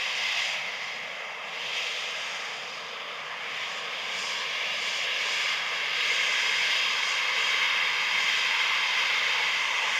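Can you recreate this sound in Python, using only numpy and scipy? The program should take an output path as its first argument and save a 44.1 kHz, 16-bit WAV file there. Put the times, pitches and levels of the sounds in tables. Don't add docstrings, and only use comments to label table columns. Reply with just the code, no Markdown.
import sys
import numpy as np
from scipy import signal
from scipy.io import wavfile
from scipy.ndimage import uniform_filter1d

SR = 44100
rng = np.random.default_rng(int(sys.argv[2]) if len(sys.argv) > 2 else 0)


def rack_gain(trim_db):
    fader = np.asarray(trim_db, float)
    return 10 ** (fader / 20)


def to_wav(s):
    ch = np.atleast_2d(s).T
    pcm = np.round(np.clip(ch, -1, 1) * 32767)
    wavfile.write(sys.argv[1], SR, pcm.astype(np.int16))


N = 440559
FRAME, HOP = 2048, 512

# frequency in [Hz], level in [dB per Hz].
FAN_SPECTRUM = [(1200, -52), (1600, -7.5), (1850, -4.5), (2100, 1), (3200, -3.5), (3800, -6), (4400, -13.5),
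                (5200, -17), (6200, -23), (7000, -24), (7700, -27), (9500, -41.5), (15000, -81)]
# centre in [Hz], width in [Hz], height in [dB].
DUCT_HUMPS = [(2030, 250, 2), (2580, 100, 2), (3144, 260, 2.5), (4923, 460, 7), (5730, 420, 5),
              (6440, 500, 6.5), (7190, 340, 4), (7960, 400, 2)]
# time in [s], level in [dB].
PATH_LEVEL = [(0.0, -34), (0.41, -31.5), (0.64, -37), (1.39, -44), (1.77, -32.5), (2.51, -40), (3.38, -43),
              (3.62, -38.5), (3.76, -40.5), (5.51, -32), (5.65, -36), (6.0, -30.5), (6.79, -30.5),
              (7.22, -32.5), (7.57, -29.5), (8.07, -32.0), (8.3, -30.5), (9.99, -31)]
# time in [s], gain in [dB], length in [s], centre in [Hz].
EDDIES = [(0.12, -0.5, 0.09, 7100), (0.66, 8, 0.4, 890.0), (0.804, -3.5, 0.15, 3360.0),
          (0.85, -7.5, 0.28, 1030), (0.855, 4.5, 0.093, 4780), (0.87, 2, 0.79, 2260),
          (1.356, -2, 0.21, 4060), (1.9, -0.5, 0.16, 383), (2.262, 1, 0.49, 1120),
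          (2.38, 5.5, 0.17, 1540.0), (2.65, -5, 0.8, 1660), (3.16, -2, 0.27, 570.0), (3.431, 5, 0.17, 1890),
          (4.11, 2.5, 0.94, 1340), (4.42, 4, 0.67, 3510.0), (4.86, -3.5, 0.16, 1120), (4.97, 2, 0.53, 483),
          (6.04, 2, 0.53, 1570), (6.73, 3, 0.11, 3830.0), (6.84, -2.2, 0.14, 1800),
          (7.13, -3.5, 0.13, 630.0), (7.323, 2.5, 0.58, 1300), (7.993, -5.5, 0.12, 680),
          (8.752, -1.5, 0.14, 930), (9.323, 1.0, 0.043, 2760.0), (9.73, -4.5, 0.083, 1590),
          (9.85, -3.5, 0.28, 4630), (9.99, 3.1, 0.69, 690.0)]
# time in [s], gain in [dB], length in [s], centre in [Hz].
WISPS = [(.85, 1.5, 0.21, 2080), (.91, -2.5, 0.33, 2520), (1.35, 3, 0.091, 2600), (1.62, -3, 0.094, 2250),
         (2.02, -2, .48, 4550), (2.64, 4, 0.19, 4830), (3.1, 0.5, 0.28, 2600), (3.28, -5, .09, 3830),
         (4.26, 1, .14, 4310), (4.59, 3, .09, 2230), (5.45, 1.5, .12, 4900), (5.86, 2.2, 0.086, 2800),
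         (6.36, -3.5, .12, 4400), (7.96, -1.5, .16, 5780), (8.04, -3.5, 0.15, 1570),
         (8.99, -2.5, .12, 1720), (9.53, 0.5, .21, 1640), (9.85, -2.5, .2, 4970), (9.9, 3, .3, 6000)]
# time in [s], gain in [dB], length in [s].
GLINTS = [(0.477, 5, 0.079), (0.73, -4, 0.15), (1.605, -1.5, 0.13), (2.397, 4.5, 0.25), (3.04, -3, 0.08),
          (3.749, 7, 0.055), (4.237, 12, 0.1), (4.65, -5.5, 0.11), (4.83, 7, 0.28), (5.108, -8.5, 0.046),
          (5.36, 4.5, 0.075), (5.916, -7.5, 0.094), (6.283, 3.5, 0.5), (7.11, 6.5, 0.073),
          (7.446, 5, 0.078), (7.95, -3.5, 0.7), (8.27, 6, 0.19), (10.04, 5.5, 0.16)]
# time in [s], delay in [ms], strength [0-1] for the fan, for the exhaust [0-1].
GROUND_ECHO = [(0, 1.67, 0, 0.17), (1.5, 1.72, 0, 0.37), (3, 1.74, 0, 0.43), (3.8, 1.78, 0.1, 0.53),
               (4.4, 1.78, 0.37, 0.81), (5.5, 1.795, 0.4, 0.55), (6.5, 1.853, 0.27, 0.6),
               (7.5, 1.86, 0.44, 0.47), (8.6, 1.88, 0.27, 0.42), (10, 1.89, 0.2, 0.43)]
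# frequency in [Hz], level in [dB per Hz].
ROAR_SPECTRUM = [(40, -40), (100, -28.5), (145, -14), (225, -12), (295, -21.5), (340, -17), (372, -20.5),
                 (450, -4), (500, -3.5), (750, -5), (950, 0), (1650, -2), (2400, -11), (6000, -95)]
# pitch in [Hz], level over the fan hiss in [dB], lobe time in [s], lobe height in [dB].
BLADE_TONES = [
    (4732, -29, 9.3, 7),
    (4880, -29, 7, 3),
    (5013, -31, 4.4, 7),
    (5778, -31, .2, 10),
    (6360, -39, 6.5, 3),
    (6513, -34, 5.8, 3),
]
# time in [s], pitch factor [ratio].
DOPPLER = [
    (0, 1.0),
    (1, .9995),
    (5, .995),
    (10, .9915),
]
# centre in [Hz], width in [Hz].
CAMERA_NOTCHES = [
    (3948, 220),
    (7855, 510),
]
# frequency in [Hz], level in [dB per Hz].
GRAIN_SPECTRUM = [(25, 1), (300, 6.5), (9000, 0.5), (12000, 0.5), (15000, -1)]

RIDGE_FOLLOW, UPPER_FOLLOW, TOP_FOLLOW = 0.71, 1.13, 1.09
RIDGE_TURN_DB, UPPER_TURN_DB, TOP_TURN_DB = 5, -1, -.8
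ABREAST_S, TURN_S = 6.6, 1.26
EDDY_OCTAVES, WISP_OCTAVES = 0.38, 0.11
GLINT_FROM_HZ, GLINT_FULL_HZ = 3960, 7440
SKIM_MS, SKIM_STRENGTH, SKIM_END_S, SKIM_FADE_S = 1.683, 0.22, 1.84, 0.2
ROAR_DB, ROAR_TURN_DB, BODY_TURN_DB = -44, 8, -10.5
BASS_PEAK_S, BASS_SPAN_S, BASS_ARCH_DB = 6.8, 3.6, 9.5
LOBE_S = 1.1
CAMERA_TOP_HZ = 15000


def evened(x):
    return x / np.sqrt(np.mean(x ** 2) + 1e-20)


def over_hz(points, hz):
    f, value = np.transpose(points)
    return np.interp(np.log(hz + 1), np.log(f + 1), value)


def over_time(rows, t):
    s, *columns = np.transpose(rows)
    return [np.interp(t, s, column) for column in columns]


def spectral_grid():
    return np.fft.rfftfreq(FRAME, 1 / SR)[:, None], np.arange(N // HOP + 5) * HOP / SR


def noise(magnitude):
    real, imaginary = rng.standard_normal(magnitude.shape[::-1] + (2,)).T
    spectrum = np.sqrt(3 / 2) * magnitude * (real + 1j * imaginary)
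    return signal.istft(spectrum, nperseg=FRAME, noverlap=FRAME - HOP)[1][:N]


def drift(shape, *, size):
    field = rng.standard_normal(shape)
    blurred_over_hz = uniform_filter1d(field, size[0], 0)
    return evened(uniform_filter1d(blurred_over_hz, size[1], 1))


def step(hz, lo_hz, hi_hz):
    return np.clip(np.log((hz + 1) / lo_hz) / np.log(hi_hz / lo_hz), 0, 1)


def swell(t, s, length):
    return np.exp(-.5 * ((t - s) / length) ** 2)


def band_gain(colour_db, hz, lo_hz, hi_hz):
    gain = rack_gain(colour_db)
    in_band = (hz >= lo_hz) & (hz < hi_hz)
    return gain / np.sqrt((gain[in_band] ** 2).sum())


def spread(hz, centres_hz, curves):
    shares = [np.interp(np.log(hz + 1), np.log(centres_hz), row) for row in np.eye(len(centres_hz))]
    return sum(share * (curve - curve.mean()) for share, curve in zip(shares, curves))


def broadside(t):
    return 1 / (1 + np.exp((ABREAST_S - t) / TURN_S))


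def part_db(t, follow, turn_db):
    return (follow - 1) * over_time(PATH_LEVEL, t)[0] + turn_db * broadside(t)


def pockets(rows, octaves, hz, t):
    return sum(db * swell(t, s, length) * swell(np.log2(hz + 1), np.log2(centre_hz), octaves)
               for s, db, length, centre_hz in rows)


def air_db(hz, t):
    glints_db = sum(db * swell(t, s, length) for s, db, length in GLINTS)
    glints_db = step(hz, GLINT_FROM_HZ, GLINT_FULL_HZ) * glints_db
    return glints_db + pockets(EDDIES, EDDY_OCTAVES, hz, t) + pockets(WISPS, WISP_OCTAVES, hz, t)


def bounce(hz, delay_ms, strength):
    losses = (1 + (hz / 4200) ** 4) * (1 + (1050 / (hz + 1)) ** 6)
    echo = np.clip(strength, -1, 1) / np.sqrt(losses)
    phase = np.exp(-2j * np.pi * hz * delay_ms / 1000 + .2j)
    return (1 + echo * phase) / np.sqrt(1 + echo ** 2)


def fan():
    hz, t = spectral_grid()
    humps_db = sum(db / (1 + (2 * (hz - f) / width) ** 4) for f, width, db in DUCT_HUMPS)
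    gain = band_gain(over_hz(FAN_SPECTRUM, hz) + humps_db, hz, 2500, 3800)

    level_db = over_time(PATH_LEVEL, t)[0] + air_db(hz, t)
    ridge_db = part_db(t, RIDGE_FOLLOW, RIDGE_TURN_DB)
    upper_db = part_db(t, UPPER_FOLLOW, UPPER_TURN_DB)
    top_db = part_db(t, TOP_FOLLOW, TOP_TURN_DB)
    tilt_db = spread(hz, [2030, 2570, 3360, 4520, 6500, 8800],
                     [ridge_db, 0 * t, 0 * t, upper_db, top_db, 1.23 * top_db])
    patches_db = 0.7 * drift((len(hz), len(t)), size=(28, 20))
    flicker_db = 1.0 * step(hz, 3300, 8600) * drift((len(hz), len(t)), size=(300, 3))

    delay_ms, strength, _ = over_time(GROUND_ECHO, t)
    skim_strength = -SKIM_STRENGTH / (1 + np.exp((t - SKIM_END_S) / SKIM_FADE_S))
    echoes = bounce(hz, delay_ms, strength) * bounce(hz, SKIM_MS, skim_strength)
    return noise(gain * rack_gain(level_db + tilt_db + patches_db + flicker_db) * echoes)


def roar():
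    hz, t = spectral_grid()
    gain = band_gain(over_hz(ROAR_SPECTRUM, hz), hz, 900, 1600)
    level_db = ROAR_DB + ROAR_TURN_DB * broadside(t)
    body_db = BODY_TURN_DB * broadside(t)
    bass_db = BASS_ARCH_DB * swell(t, BASS_PEAK_S, BASS_SPAN_S) - level_db
    tilt_db = spread(hz, [192, 347, 774, 850], [-level_db, bass_db, body_db, 0 * t])
    patches_db = 1.45 * drift((len(hz), len(t)), size=(12, 20))
    delay_ms, _, strength = over_time(GROUND_ECHO, t)
    echo = bounce(hz, delay_ms, strength)
    return noise(gain * rack_gain(level_db + tilt_db + patches_db + air_db(hz, t)) * echo)


def blades():
    t = np.arange(N) / SR
    frames = spectral_grid()[1]
    level_db = over_time(PATH_LEVEL, t)[0]
    treble_db = part_db(t, UPPER_FOLLOW, UPPER_TURN_DB)
    fades = drift((len(BLADE_TONES), len(frames)), size=(1, 45))
    wavers = drift((len(BLADE_TONES), len(frames)), size=(1, 6))
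    doppler = over_time(DOPPLER, t)[0]
    tones = np.zeros(N)
    for (hz, db, lobe_s, lobe_db), fade, waver in zip(BLADE_TONES, fades, wavers):
        pitch_hz = hz * doppler + 4.08 * np.interp(t, frames, waver)
        fade_db = np.interp(t, frames, 2.8 * fade + air_db(hz, frames))
        tone_db = db + lobe_db * swell(t, lobe_s, LOBE_S) + fade_db
        tones += rack_gain(tone_db) * np.sin(2 * np.pi * np.cumsum(pitch_hz) / SR)
    return np.sqrt(2) * rack_gain(level_db + treble_db - treble_db.mean()) * tones


def scene():
    return (fan() + roar() + blades())[None]


def camera_notches(x):
    for hz, width in CAMERA_NOTCHES:
        x = signal.lfilter(*signal.iirnotch(hz, hz / width, SR), x)
    return x


def converter_grain(x):
    slope = np.diff(x, prepend=0) ** 2
    size = np.sqrt(abs(.75 * uniform_filter1d(slope, size=9) + .25 * uniform_filter1d(slope, size=800)))
    hz, t = spectral_grid()
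    grain = evened(noise(rack_gain(over_hz(GRAIN_SPECTRUM, hz)) * np.ones(len(t))))
    return rack_gain(-20) * size * grain


def low_pass(x):
    return signal.sosfilt(signal.butter(12, 15690, fs=SR, output="sos"), x)


def record(dry):
    x = camera_notches(dry[0])
    x = x + converter_grain(x)
    lowpass = signal.firwin(1023, CAMERA_TOP_HZ, window=("kaiser", 9), fs=SR)
    mix = signal.oaconvolve(x, lowpass, "same")
    return low_pass(mix[None])


dry = scene()
out = record(dry)
to_wav(out)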